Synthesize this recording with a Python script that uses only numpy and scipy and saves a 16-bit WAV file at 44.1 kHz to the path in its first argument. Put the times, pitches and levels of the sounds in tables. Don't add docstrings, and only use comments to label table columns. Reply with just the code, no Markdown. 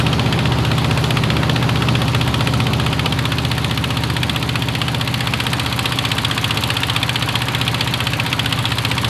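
import sys
import numpy as np
from scipy import signal
from scipy.io import wavfile
from scipy.ndimage import uniform_filter1d

SR = 44100
rng = np.random.default_rng(int(sys.argv[2]) if len(sys.argv) > 2 else 0)


def generate_wav(signal):
    frames = np.transpose(np.atleast_2d(signal))
    scaled = np.clip(frames, -1, 1) * 32767
    pcm = np.round(scaled).astype(np.int16)
    wavfile.write(sys.argv[1], SR, pcm)


N = 400858
FIRINGS_PER_S, FIRST_S = 15.367, -.001


def gain_of(db):
    return 10 ** (np.asarray(db) / 20)


def evened(x):
    return x / np.sqrt(np.mean(x ** 2) + 1e-20)


def curve(points):
    s, value = np.transpose(points)
    return np.interp(np.arange(N) / SR, s, value)


def read_spectrum(points, hz):
    f, value = np.transpose(points)
    return np.interp(np.log(hz + 1), np.log(f + 1), value)


def between(away_db, facing_db, facing):
    return away_db + facing * (facing_db - away_db)


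def wander(hz):
    t = np.arange(N // 64 + 2) * 64 / SR
    slow = np.zeros(len(t))
    for f in np.geomspace(hz / 20, hz, 16):
        slow += np.sin(2 * np.pi * (f * t + rng.random())) / np.sqrt(f)
    return np.interp(np.arange(N) / SR, t, evened(slow))


def resonate(x, hz, width):
    b, a = signal.iirpeak(hz, hz / width, SR)
    once = signal.lfilter(b, a, x)
    return signal.lfilter(b, a, once)


def blows(cycles, ms, late_ms, spread_db):
    turns = cycles - ms / 1000 * FIRINGS_PER_S
    padded = np.r_[turns[0] - .05, turns]
    at = np.flatnonzero(np.diff(np.floor(padded)))
    chance = rng.standard_normal((len(at), 2))
    shift = np.round(late_ms * chance[:, 0] * SR / 1000).astype(int)
    train = np.zeros(N)
    train[np.clip(at + shift, 0, N - 1)] = gain_of(spread_db * chance[:, 1])
    return train


def burst(train, t60, rise_ms, alike):
    hold_s = 0.0021
    t = np.arange(4096) / SR
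    rise = 1 - np.exp(-(t * 1000 / rise_ms) ** 2)
    shape = rise * gain_of(-60 * np.maximum(t - hold_s, 0) / t60)
    same = signal.oaconvolve(train, shape * rng.standard_normal(4096))[:N]
    fresh = signal.oaconvolve(train, shape)[:N] * rng.standard_normal(N)
    return np.sqrt(alike) * same + np.sqrt(1 - alike) * fresh


# t/s, lateness/ms
FIRING_DRIFT = [(0, -0.78), (.6, -0.61), (1.5, -1.034), (2.4, -1.05), (3.5, 0.47), (4.4, .42), (6.1, -.52),
                (7.4, .05), (8.25, -1.02), (9.09, -0.78)]


def engine_cycles():
    t = np.arange(N) / SR
    return (t - FIRST_S - curve(FIRING_DRIFT) / 1000) * FIRINGS_PER_S


# t/s, facing (0 away - 1 towards the engine block)
PHONE_TURN = [(0, 0.037), (.45, .02), (.8, 0.075), (1.8, 0.064), (2.3, 0.15), (2.8, 0.17), (3.5, 0.49),
              (5.05, .62), (5.45, 0.75), (6.2, 0.86), (6.65, 0.99), (7.3, 0.83), (7.8, 0.89), (8.2, 0.8),
              (9.09, 0.88)]
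# facing (0-1), then drone, knock, valves, panels and wash level/dB
LAYER_LEVELS = [(0, -16.5, -32, -25, -27.5, -26.5), (.14, -17.5, -30, -23.5, -27, -28),
                (.58, -21, -30.7, -24.2, -27.5, -29.5), (.8, -22.5, -28, -21.4, -24.4, -27.5),
                (1, -23, -26.6, -19.5, -24, -26.5)]


def phone_pan():
    facing = curve(PHONE_TURN)
    turn, *layers = np.transpose(LAYER_LEVELS)
    return facing, [np.interp(facing, turn, db) for db in layers]


# multiple of the firing rate, relative level/dB facing away, relative level/dB facing the engine
EXHAUST_TONES = [(4, -43, -46.5), (5, -27, -34.5), (6, -38, -44), (7, -28, -29), (8, -20.5, -26),
                 (9, -43, -43), (10, -23, -32.5), (11, -29.5, -38), (12, -44, -50.5), (13, -39.5, -40.5),
                 (14, -30, -41.5), (15, -34, -42.5), (16, -52, -50), (17, -31.5, -37), (18, -34.5, -36.5),
                 (19, -43.5, -47.5), (20, -43.5, -43), (21, -36.5, -47), (24, -41, -49.5), (25, -36, -54.5),
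                 (26, -39.5, -53.5), (28, -49, -44.5), (29, -42, -56)]


def drone(level_db, facing, cycles):
    puff_delay_ms, smear_turns = 21.5, .07
    out = np.zeros(N)
    for order, away_db, facing_db in EXHAUST_TONES:
        turns = smear_turns * order ** 2 - order * FIRINGS_PER_S * puff_delay_ms / 1000
        tone_db = between(away_db, facing_db, facing) + .8 * wander(hz=2.5)
        phase = 2 * np.pi * (order * cycles + turns) + .12 * wander(hz=4)
        out += gain_of(tone_db) * np.cos(phase)
    power = uniform_filter1d(uniform_filter1d(out ** 2, size=SR // 2), size=SR // 2)
    return gain_of(level_db) * out / np.sqrt(power)


# f/Hz, width/Hz, relative level/dB facing away, the same facing the engine,
# 60 dB decay t/s, rise t/ms
BLOCK_MODES = [(452, 460, -3.5, -15, 0.043, 1.1), (1230, 640, -2.5, -10, 0.037, 1.3),
               (1760, 800, -3.5, -5.5, 0.041, 1.75), (2667, 1000, 1, 0.5, 0.034, 0.92),
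               (3293, 900, 0, 2, 0.033, 0.66), (4170, 1150, -8.5, -5.5, 0.036, 1),
               (5580, 2900, -18, -37, 0.03, 1.6), (7970, 2400, -17, -14, 0.028, 2.4),
               (10900, 5000, -15, -12, 0.016, 2.2)]


def knock(level_db, facing, cycles):
    train = blows(cycles, 0, late_ms=.5, spread_db=1.12)
    out = np.zeros(N)
    for hz, width, away_db, facing_db, t60, rise_ms in BLOCK_MODES:
        struck = train * gain_of(1.6 * rng.standard_normal(N))
        rattle = burst(struck, t60, rise_ms, alike=0.24)
        ring = evened(resonate(rattle, hz, width))
        out += gain_of(between(away_db, facing_db, facing)) * ring
    return gain_of(level_db) * out


# t/ms after firing, f/Hz, width/Hz, relative level/dB facing away, the same facing the engine,
# 60 dB decay t/s, share of power alike each cycle (0-1)
VALVE_TICKS = [(52.5, 1164, 490, -24, -14.5, 0.028, .7), (52.3, 2600, 1900, -19, -16.5, 0.016, 0.21),
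               (35.7, 11300, 3800, -31, -23.5, 0.045, .2), (36, 5500, 5100, -28, -22, 0.073, 0.16),
               (15.9, 8900, 4000, -30, -35, 0.042, 0.22), (50.4, 8400, 6400, -37, -29, 0.027, .2),
               (16, 3400, 1100, -16, -33, 0.051, 0.24)]


def valves(level_db, facing, cycles):
    out = np.zeros(N)
    for ms, hz, width, away_db, facing_db, t60, alike in VALVE_TICKS:
        train = blows(cycles, ms, late_ms=.15, spread_db=2.0)
        rattle = burst(train, t60, rise_ms=0.98, alike=alike)
        ring = evened(resonate(rattle, hz, width))
        out += gain_of(between(away_db, facing_db, facing)) * ring
    return gain_of(level_db) * out


# t/ms after firing, f/Hz, width/Hz, relative level/dB facing away, the same facing
PANEL_MODES = [(3.11, 515, 20.5, -15.5, -21), (2.93, 575, 17, -11.5, -20.5), (30.03, 630, 48, -16.5, -25),
               (30.09, 706, 20, -21, -27), (40.21, 758, 20.4, -11.5, -18), (3, 806, 13, -15.5, -23.5),
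               (54, 800, 20, -20, -22.5), (54, 928, 52, -9, -12.5), (2.93, 1014, 23, -25, -19.5),
               (54, 1095, 31, -17.5, -24), (54, 1130, 37, -15, -17.5), (54, 1175, 32, -24, -17.5),
               (2.94, 1295, 65, -12, -19.5), (54, 1350, 30, -14, -31)]


def panels(level_db, facing, cycles):
    out = np.zeros(N)
    for ms, hz, width, away_db, facing_db in PANEL_MODES:
        train = blows(cycles, ms, late_ms=.03, spread_db=1.0)
        ring = evened(resonate(train, hz, width))
        out += gain_of(between(away_db, facing_db, facing)) * ring
    return gain_of(level_db) * out


# f/Hz, relative level/dB per Hz
WASH_COLOUR_AWAY = [(20, -29), (40, -26), (60, -18), (100, -8), (160, -10), (280, -15.5), (520, -20),
                    (700, -20.5), (1000, -19.5), (1800, -26.5), (3200, -27), (4500, -29.5), (5500, -37.5),
                    (7200, -41.5), (8600, -47.5), (10500, -43), (14000, -54)]
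# f/Hz, relative level/dB per Hz
WASH_COLOUR_FACING = [(20, -24), (40, -27), (60, -21), (100, -6), (160, -9.5), (280, -14.5), (520, -19.5),
                      (680, -20), (1000, -16), (1600, -18), (3300, -18.5), (4500, -23), (5500, -36.5),
                      (7000, -36.5), (9500, -39), (11600, -38), (14000, -52)]


def wash(level_db, facing, cycles):
    hop, size = 512, 2048
    frames, hz = N // hop + 5, np.fft.rfftfreq(size, 1 / SR)
    real, imag, patches = rng.standard_normal((frames, len(hz), 3)).T
    patches = uniform_filter1d(uniform_filter1d(patches, size=28, axis=0), size=3, axis=1)
    turn = facing[np.minimum(np.arange(frames) * hop, N - 1)]
    away_db = read_spectrum(WASH_COLOUR_AWAY, hz)[:, None]
    facing_db = read_spectrum(WASH_COLOUR_FACING, hz)[:, None]
    colour_db = between(away_db, facing_db, turn)
    spectrum = (real + 1j * imag) * gain_of(colour_db + 1.5 * evened(patches))
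    band_power = (abs(spectrum[46:232]) ** 2).sum(0)
    spectrum /= np.sqrt(uniform_filter1d(band_power, size=40))
    roar = signal.istft(spectrum, nperseg=size, noverlap=size - hop)[1][:N]
    band = signal.sosfilt(signal.butter(4, [1000, 5000], "band", fs=SR, output="sos"), roar)
    throb_db = -3.0 * (cycles % 1 - .5)
    return gain_of(level_db + throb_db) * roar / np.std(band)


def scene():
    facing, levels_db = phone_pan()
    cycles = engine_cycles()
    layers = (drone, knock, valves, panels, wash)
    return sum(layer(db, facing, cycles) for layer, db in zip(layers, levels_db))[None]


# t/s, level/dB
TREBLE_WAVER = [(0, -1), (.5, -2), (1.05, 2), (1.3, -1.8), (2.2, 1), (3, -.3), (3.7, 1.4), (4.4, 0.5),
                (6, 0.7), (7, -.5), (9.09, 0)]


def record(dry):
    treble = signal.sosfiltfilt(signal.butter(2, 5000, "high", fs=SR, output="sos"), dry)
    shaded = dry + (gain_of(curve(TREBLE_WAVER)) - 1) * treble
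    bent = np.where(shaded > 0, .55 * np.tanh(shaded / .55), .75 * np.tanh(shaded / .75))
    thin = signal.sosfilt(signal.butter(2, 32, "high", fs=SR, output="sos"), bent)
    band_limit = signal.firwin(511, 13900, window=("kaiser", 9), fs=SR)  # low-pass, edge in Hz
    return signal.oaconvolve(thin, band_limit[None], "same")


dry = scene()
out = record(dry)
generate_wav(out)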